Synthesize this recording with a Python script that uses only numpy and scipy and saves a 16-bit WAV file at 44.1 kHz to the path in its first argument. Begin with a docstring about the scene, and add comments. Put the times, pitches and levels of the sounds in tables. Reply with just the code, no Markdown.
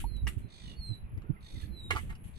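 """Beside flooded fields, a bamboo pole knocks and clatters against leafy branches: bursts of contacts ring
wood modes, and showers of tiny snaps make the leaves. To the right a bird buzzes (beating noise bands) and
whistles (gliding near-sines); others call far off. Something small plops into the water (a rising sine).
Wind rumbles and buffets the two ports of a hand-held microphone (noise and slow cycles), insects hiss
high up (narrow noise bands), and a faint noise bed is the open air."""
import sys
import numpy as np
from scipy import signal
from scipy.fft import rfft, irfft
from scipy.io import wavfile
from scipy.ndimage import uniform_filter1d

SR = 44100
rng = np.random.default_rng(int(sys.argv[2]) if len(sys.argv) > 2 else 0)


def digitize_waveform(pressure):
    """Quantize a signal to 16-bit integers and store it at the path in sys.argv[1].

    Rows of a 2-D input are taken as channels; values are limited to [-1, 1].
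    """
    field = np.atleast_2d(pressure).T
    bounded = np.clip(field, -1, 1)
    quanta = np.round(bounded * 32767).astype(np.int16)
    wavfile.write(sys.argv[1], SR, quanta)


N = 105310  # length in samples


def gain_of(db):
    """Decibels to amplitude gain."""
    return 10 ** (np.asarray(db) / 20)


def evened(x):
    """Scales to rms 1."""
    return x / np.sqrt(np.mean(x ** 2) + 1e-20)


def read(points, hz):
    """Reads a table of values on a log-frequency axis."""
    f, value = np.transpose(points)
    return np.interp(np.log(hz + 1), np.log(f + 1), value)


def add(mix, s, sound):
    """Mixes a sound in at time s in seconds, cut off at the end of the mix."""
    part = mix[..., max(round(s * SR), 0):][..., :sound.shape[-1]]
    part += sound[..., :part.shape[-1]]


def drift(rate_hz, size):
    """Smooth random wander of rms 1: noise with its fast changes removed."""
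    hz = np.fft.rfftfreq(size, 1 / SR)
    return evened(irfft(rfft(rng.standard_normal(size)) * np.exp(-(hz / rate_hz) ** 2), size))


def resonate(x, hz, width):
    """Band of gain 1 around hz (fixed or moving): shift to zero, smooth twice for steep skirts, shift back."""
    turn = np.exp(2j * np.pi * np.cumsum(hz * np.ones(x.shape[-1])) / SR)
    r = np.exp(-np.pi * width / SR)
    smooth = signal.lfilter([(1 - r) ** 2], [1, -2 * r, r * r], x / turn)
    return 2 * (turn * smooth).real


def colour(x, table):
    """Filters each channel by a spectrum in dB."""
    return irfft(rfft(x) * gain_of(read(table, np.fft.rfftfreq(N, 1 / SR))), N)


ECHO_DB, ECHO_T60_S = -2.5, 0.19


def place(x, pan_db, lag_s, t60=ECHO_T60_S):
    """Direct sound reaches the left port lag_s late; trunk, ground and water scatter it differently to each."""
    hz = np.fft.rfftfreq(N, 1 / SR)
    late = irfft(rfft(x) * np.exp(-2j * np.pi * hz * lag_s), N)
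    t = np.arange(8000) / SR
    sparse = rng.standard_normal((2, 8000)) * (rng.random((2, 8000)) < .05)
    taps = sparse * gain_of(-60 * t / t60) * (t > .001)
    taps = taps / np.linalg.norm(taps, axis=1, keepdims=True)
    wet = signal.fftconvolve(x[None], taps, axes=1)[:, :N]
    return (np.array([late, x]) + gain_of(ECHO_DB) * wet) * gain_of([[pan_db / 2], [-pan_db / 2]])


def field(table, same, size, patchy_db, lag_s=0):
    """Stereo noise of rms 1 from random short-time spectra with drifting patches."""
    frames, hz = 4 * N // size + 5, np.fft.rfftfreq(size, 1 / SR)
    a, b, c, d, patches = rng.standard_normal((frames, len(hz), 5)).T
    patches = evened(uniform_filter1d(uniform_filter1d(patches, size=8, axis=0), size=8, axis=1))
    same = np.clip(read(same, hz), -1, 1)[:, None]
    left = a + 1j * b
    shared = same * left * np.exp(2j * np.pi * lag_s * hz)[:, None]
    z = np.array([left, shared + np.sqrt(1 - same ** 2) * (c + 1j * d)])
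    z *= gain_of(read(table, hz)[:, None] + patchy_db * patches)
    return evened(signal.istft(z, nperseg=size, noverlap=3 * size // 4)[1][:, :N])


# Blows of the pole. Each row: start in seconds, level in dB, clatter length in seconds, best-rung pitch in Hz.
POLE_BLOWS = [(0.2697, -41.5, 0.002, 2930), (0.2729, -40, 0.002, 2360), (0.284, -59, 0.0025, 2520),
              (1.176, -62, 0.003, 1900), (1.2187, -61, 0.0028, 2190), (1.9055, -27, 0.0088, 2160),
              (1.918, -37.5, 0.022, 2720), (1.924, -35, 0.018, 460), (1.949, -39, 0.0073, 1240),
              (1.959, -35, 0.01, 1370), (1.969, -41, 0.025, 1800), (2.094, -47.5, 0.018, 2020),
              (2.12, -53.5, .012, 1360), (2.151, -57, 0.0055, 3560)]
# Ring of pole and branch. Each row: pitch in Hz before detuning, level in dB, t60 in seconds.
WOOD_MODES = [(311, -0.5, 0.16), (392, -2, 0.087), (850, -21.5, 0.032), (933, -0.5, .02),
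              (1219, 2.5, 0.031), (1355, 5, 0.036), (1710, -3, 0.044), (1948, 0.5, 0.063), (2190, 9, 0.011),
              (2753, 0, 0.02), (2934, 3, 0.017), (3490, -15.5, .02), (3750, -6.5, 0.031), (4820, -19, 0.03)]
# Struck places, before and after the pole is lowered. Each row: left-right in dB, left lag in seconds.
STRUCK_PLACES = [(0, -.00004), (-4.5, -.00022)]
LOWERED_S, BOUGH_T60_S = 1, 0.085
CONTACTS_PER_S, CRACK_DB = 2500, 1.5
OFF_PITCH_DB_PER_OCTAVE = -14
SPOT_DETUNE = .03  # largest random shift of a mode, as a share of its pitch


def pole():
    """Each blow is a short clatter of contacts that rings the wood, best near the pitch of the struck spot."""
    out, t = np.zeros((2, N)), np.arange(5000) / SR
    for s, db, length, best_hz in POLE_BLOWS:
        chance, size = rng.random(2000), rng.uniform(-0.84, 1, 2000)
        arch = np.sqrt(np.sin(np.pi * np.clip(t[:2000] / length, 0, 1)) + 1e-9)
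        contacts = (chance < CONTACTS_PER_S / SR) * size * arch
        contacts[0] = 0.3  # the first touch always sounds
        ring = np.zeros(5000)
        for hz, mode_db, t60 in WOOD_MODES:
            off_pitch_db = OFF_PITCH_DB_PER_OCTAVE * abs(np.log2(hz / best_hz))
            spot_hz = hz * (1 + SPOT_DETUNE * rng.uniform(-1, 1))
            ring += gain_of(mode_db + off_pitch_db - 60 * t / t60) * np.sin(2 * np.pi * spot_hz * t)
        crack = resonate(rng.standard_normal(5000), 4960, 6000)
        # higher-pitched spots crack louder
        ring += gain_of(CRACK_DB - 60 * t / 0.0077) * crack * best_hz / 2000
        blow = np.convolve(contacts, ring) / np.linalg.norm(contacts)
        add(out[int(s > LOWERED_S)], s, gain_of(db) * blow)
    return sum(place(x, *spot, BOUGH_T60_S) for x, spot in zip(out, STRUCK_PLACES))


# Shaken leaves. Each row: start in seconds, level in dB, t60 in seconds.
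LEAF_SHAKES = [(.0, -43, 0.15), (0.163, -55, 0.045), (0.274, -37, 0.081), (0.286, -50, 0.25),
               (0.38, -61.5, 0.26), (0.946, -68.5, 0.19), (1.61, -56.5, 0.21), (1.908, -51.5, 0.48),
               (1.962, -51.5, 0.46), (2.021, -51, 0.037), (2.098, -58, 0.14), (2.238, -63, 0.58)]
# Leaf spectrum. Each row: frequency in Hz, relative level in dB per Hz.
LEAF_COLOUR = [(350, -95), (957, -26), (1180, -17.5), (2400, -13), (2950, -10), (5260, -30), (8200, -16.5),
               (11700, -18.5), (16000, -45)]
SNAPS_PER_S, SNAP_SPREAD_DB = 5000, 1.5


def leaves():
    """Dense tiny snaps under a quick rise and a decay; overlapping shakes add in power."""
    spread = np.minimum(rng.exponential(1, (2, N)), 4)
    snaps = rng.standard_normal((2, N)) * gain_of(SNAP_SPREAD_DB * spread)
    snaps *= rng.random((2, N)) < SNAPS_PER_S / SR
    snaps = evened(colour(snaps, LEAF_COLOUR))
    power, t = np.zeros(N), np.arange(SR // 2) / SR
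    for s, db, t60 in LEAF_SHAKES:
        add(power, s, (np.minimum(t / 0.0039, 1) * gain_of(db - 60 * t / t60)) ** 2)
    return snaps * np.sqrt(power)


WAVER_HZ, FLUTTER_DB = 29.8, 1.5  # rms wander of pitch and level
WARBLE_PER_S = 30.8  # how fast both wander
THIRD_BELOW_DB = -17  # third harmonic against the second


def note(length, db, first_hz, last_hz, peak, overtone_db=-80):
    """A gliding near-sine that swells to its peak and fades, with a little waver; overtones swell with it."""
    u = np.arange(0, length, 1 / SR) / length
    waver, flutter = drift(WARBLE_PER_S, 20000)[:len(u)], drift(WARBLE_PER_S, 20000)[:len(u)]
    glide = first_hz + (last_hz - first_hz) * (1 - np.cos(np.pi * u)) / 2
    phase = 2 * np.pi * np.cumsum(glide + WAVER_HZ * waver) / SR
    bend = np.log(.5) / np.log(np.clip(peak, .1, .9))  # puts the top of the arch at the peak
    swell = np.sin(np.pi * u ** bend) ** 1.67
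    overtones = np.sin(2 * phase) + gain_of(THIRD_BELOW_DB) * np.sin(3 * phase)
    tone = np.sin(phase) + swell * gain_of(overtone_db) * overtones
    return np.sqrt(2) * gain_of(db + FLUTTER_DB * flutter) * swell * tone


BEATS_PER_S = 52
BEAT_DEPTH_LOW, BEAT_DEPTH_HIGH = .6, .28  # below and above 4 kHz
BUZZ_S, BUZZ_RISE_S, BUZZ_FALL_S = 0.28, 0.061, 0.047
BUZZ_SAG = .025  # share by which the throat sinks
BIRD_PAN_DB, BIRD_LAG_S = -4.5, 0.000472
# Buzzes of the near bird. Each row: start in seconds, level in dB.
BUZZ_CALLS = [(0.476, -60), (1.399, -61), (2.33, -60.5)]
# Throat bands at the start of a buzz. Each row: centre in Hz, width in Hz, level in dB.
THROAT_BANDS = [(2030, 280, -4.5), (2430, 290, -5.5), (3660, 560, 4.5), (4324, 300, 1.5), (4830, 120, -8),
                (6070, 1500, -4), (8030, 960, -5.5), (9300, 770, -9)]
# Falling whistles. Each row: start in seconds, length in seconds, level in dB, first pitch in Hz,
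# last pitch in Hz, place of the peak from 0 to 1, overtones in dB.
WHISTLE_CALLS = [(.0, 0.25, -61, 4342, 3823, 0.59, -27), (0.416, 0.15, -76.5, 4100, 3930, 0.2, -40),
                 (0.738, 0.26, -50.5, 4398, 3942, 0.51, -17.5), (1.646, 0.28, -52.5, 4215, 3720, 0.67, -15)]


def near_bird():
    """A hoarse buzz, beating noise through sinking throat bands, and a thin falling whistle."""
    out = np.zeros(N)
    t = np.arange(0, BUZZ_S, 1 / SR)
    beat = -np.cos(2 * np.pi * BEATS_PER_S * t)
    ramps = np.clip(np.minimum(t / BUZZ_RISE_S, (BUZZ_S - t) / BUZZ_FALL_S), 0, 1)
    for s, db in BUZZ_CALLS:
        noise = rng.standard_normal(len(t))
        voice = np.zeros(len(t))
        for hz, width, band_db in THROAT_BANDS:
            depth = BEAT_DEPTH_LOW if hz < 4000 else BEAT_DEPTH_HIGH
            breath = noise * (1 + depth * beat) ** 2
            band = resonate(breath, hz * (1 - BUZZ_SAG * t / BUZZ_S), width)
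            voice += gain_of(band_db) * evened(band)
        add(out, s, gain_of(db) * evened(voice) * ramps)
    for s, *whistle in WHISTLE_CALLS:
        add(out, s, note(*whistle))
    return place(out, BIRD_PAN_DB, BIRD_LAG_S)


# Distant notes. Each row: start in seconds, length in seconds, level in dB, first pitch in Hz, last pitch in Hz.
DISTANT_NOTES = [(1.032, 0.11, -79, 2650, 2080), (1.237, 0.031, -65, 1410, 1340),
                 (1.254, 0.21, -69.5, 1462, 1167), (1.362, 0.021, -62.5, 2050, 1855),
                 (1.454, 0.022, -66, 1960, 1980), (1.548, 0.038, -64, 2083, 1823),
                 (1.56, 0.068, -70, 1360, 1410), (1.626, 0.028, -64, 1760, 1570)]
# A far falling rasp. One row: level in dB, first pitch in Hz, last pitch in Hz, width in Hz.
DISTANT_RASP = (-60.5, 3099, 2800, 120)
RASP_S, RASP_LENGTH_S = .622, .14
FAR_PEAK = 0.35  # place of a note's peak, 0-1
FAR_PAN_DB, FAR_LAG_S = -5.5, 0.00043


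def far_birds():
    """Soft single gliding notes across the fields, and one rasp of beating noise in a falling band."""
    out = np.zeros(N)
    for s, length, db, first, last in DISTANT_NOTES:
        add(out, s, note(length, db, first, last, FAR_PEAK))
    db, first, last, width = DISTANT_RASP
    t = np.arange(0, RASP_LENGTH_S, 1 / SR)
    u = t / RASP_LENGTH_S
    beat = np.cos(2 * np.pi * BEATS_PER_S * t)
    noise = rng.standard_normal(len(t)) * (1 + BEAT_DEPTH_LOW * beat) ** 2
    rasp = evened(resonate(noise, first + (last - first) * u, width))
    add(out, RASP_S, gain_of(db) * np.sin(np.pi * u) * rasp)
    return place(out, FAR_PAN_DB, FAR_LAG_S)


DROP_S, DROP_DB, DROP_T60_S = .041, -32, 0.04
DROP_HZ, DROP_RISE = 846, 0.16  # starting pitch, and the share it rises by


def drop():
    """Something small plops into the water: a bubble whose pitch rises as it dies."""
    out, t = np.zeros((2, N)), np.arange(2500) / SR
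    phase = 2 * np.pi * DROP_HZ * np.cumsum(1 + DROP_RISE * np.minimum(t / 0.017, 1)) / SR
    fade = gain_of(DROP_DB - 60 * (t / DROP_T60_S) ** 1.16)
    add(out, DROP_S, np.minimum(t / 0.0027, 1) * fade * np.sin(phase))
    return out


# Wind buffets. Each row: centre in seconds, port (0 left, 1 right), peak in dB, pitch in Hz, length in seconds.
WIND_BUFFETS = [(0.042, 0, -33.5, 98, 0.021), (0.066, 1, -26, 46, 0.069), (0.121, 1, -23, 62, 0.012),
                (0.162, 1, -29.5, 52.8, 0.087), (0.237, 0, -26.5, 95.5, 0.026), (0.26, 1, -23, 61, 0.078),
                (0.376, 1, -22.5, 97, 0.019), (0.454, 1, -33.5, 109, 0.027), (0.791, 1, -30.5, 61.7, 0.016),
                (0.915, 1, -26.5, 110.3, 0.04), (1.139, 0, -36, 118.4, 0.04), (1.149, 1, -29.5, 81, 0.023),
                (1.181, 0, -26, 91, 0.02), (1.305, 1, -19, 140.3, 0.019), (1.574, 1, -31.5, 105, 0.028),
                (1.638, 1, -30, 74, 0.031), (1.706, 1, -34, 63.4, 0.073), (1.859, 0, -40.5, 95.5, 0.087),
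                (1.922, 1, -28, 90.2, 0.054), (1.966, 0, -31, 74, 0.016), (1.959, 1, -21.5, 67.4, 0.013),
                (2.007, 1, -33.5, 82.5, 0.052), (2.259, 0, -35, 95, 0.022)]
# Course of the rumble. Each row: time in seconds, level in dB, left-right in dB.
WIND_COURSE = [(0, -46.5, -2.5), (.3, -39.5, -3.5), (.6, -48.5, -2.5), (0.751, -41, -3), (1.031, -48, -1.5),
               (1.25, -41.5, -8.5), (1.43, -48.5, -2), (1.68, -41, -4.5), (2.05, -42.5, 2), (2.2, -46, -1),
               (2.39, -48, 9)]
# Rumble spectrum. Each row: frequency in Hz, relative level in dB per Hz.
RUMBLE_COLOUR = [(18, -24.5), (38, 8), (210, -4), (257, -15.5), (319, -11.5), (600, -29.5), (780, -41),
                 (1320, -120)]
BUFFET_HISS_DB, BUFFET_HISS_HZ = -20, 245


def wind():
    """Lumpy rumble, only partly alike at the two ports, with separate buffets of a few slow cycles and hiss."""
    t = np.arange(N) / SR
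    s, db, pan_db = np.transpose(WIND_COURSE)
    db, pan_db = np.interp(t, s, db), np.interp(t, s, pan_db)
    likeness = [(20, 0.35), (600, 0.48)]  # Hz, left-right likeness
    out = field(RUMBLE_COLOUR, likeness, size=1024, patchy_db=4.0)
    out = out * gain_of([db + pan_db / 2, db - pan_db / 2])
    hiss = evened(resonate(rng.standard_normal((2, N)), BUFFET_HISS_HZ, 144.0))
    puff, u = np.zeros((2, N)), np.arange(-4000, 4000) / SR
    for s, port, db, hz, length in WIND_BUFFETS:
        bell = gain_of(db) * np.exp(-(u / (0.51 * length)) ** 2)
        cycles = bell * np.sin(2 * np.pi * (hz * u + rng.random()))
        k, start = int(port > .5), s - 4000 / SR
        skip = max(4000 - round(s * SR), 0)  # the part before time zero
        add(out[k], start, cycles[skip:])
        add(puff[k], start, (bell * (hz / 100) ** 2)[skip:])  # faster buffets hiss more
    return out + gain_of(BUFFET_HISS_DB) * puff * hiss


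# Course of the insects. Each row: time in seconds, level in dB.
INSECT_COURSE = [(0, -57), (.13, -64), (.35, -73.5), (0.748, -75.5), (1.152, -76.5), (1.36, -72.5),
                 (1.45, -72), (1.78, -64.5), (1.95, -74.5), (2.27, -64.5), (2.39, -83)]
# Insect bands. Each row: centre in Hz, width in Hz, level in dB.
HISS_BANDS = [(10110, 480, -4.5), (10670, 200, -1.5), (11190, 150, 5.5), (11530, 240, -6)]
SHIMMER_DB, SHIMMER_HZ = 5.5, 5


def insects():
    """Narrow high bands of hiss, each with its own slow shimmer in level."""
    bands = np.zeros((2, N))
    for hz, width, band_db in HISS_BANDS:
        shimmer = gain_of(band_db + SHIMMER_DB * drift(SHIMMER_HZ, N))
        bands += shimmer * evened(resonate(rng.standard_normal((2, N)), hz, width))
    s, db = np.transpose(INSECT_COURSE)
    return evened(bands) * gain_of(np.interp(np.arange(N) / SR, s, db))


# Open-air spectrum. Each row: frequency in Hz, relative level in dB per Hz.
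AIR_COLOUR = [(88, -22), (150, 5), (193, -24), (431, -12.5), (941, -12.5), (1290, -16), (2060, -16.5),
              (2550, -16.5), (2760, -20.5), (9630, -67), (11300, -90), (16000, -37)]
# Likeness of the air at the two ports. Each row: frequency in Hz, left-right likeness.
AIR_LIKENESS = [(300, 0.54), (3000, 0.21), (5000, .1)]
AIR_DB, AIR_LAG_S = -65, 0.00037  # left port late


def open_air():
    """Faint steady noise bed, more alike at the two ports in the lows."""
    return gain_of(AIR_DB) * field(AIR_COLOUR, AIR_LIKENESS, size=1024, patchy_db=1.0, lag_s=AIR_LAG_S)


def scene():
    """All sources over the open air."""
    return pole() + leaves() + near_bird() + far_birds() + drop() + wind() + insects() + open_air()


EDGE_HZ = 15800


def record(dry):
    """Band limit: a steep low-pass at the edge."""
    low_pass = signal.firwin(511, EDGE_HZ, window=("kaiser", 9), fs=SR)
    return signal.oaconvolve(dry, low_pass[None], "same")


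dry = scene()
out = record(dry)
digitize_waveform(out)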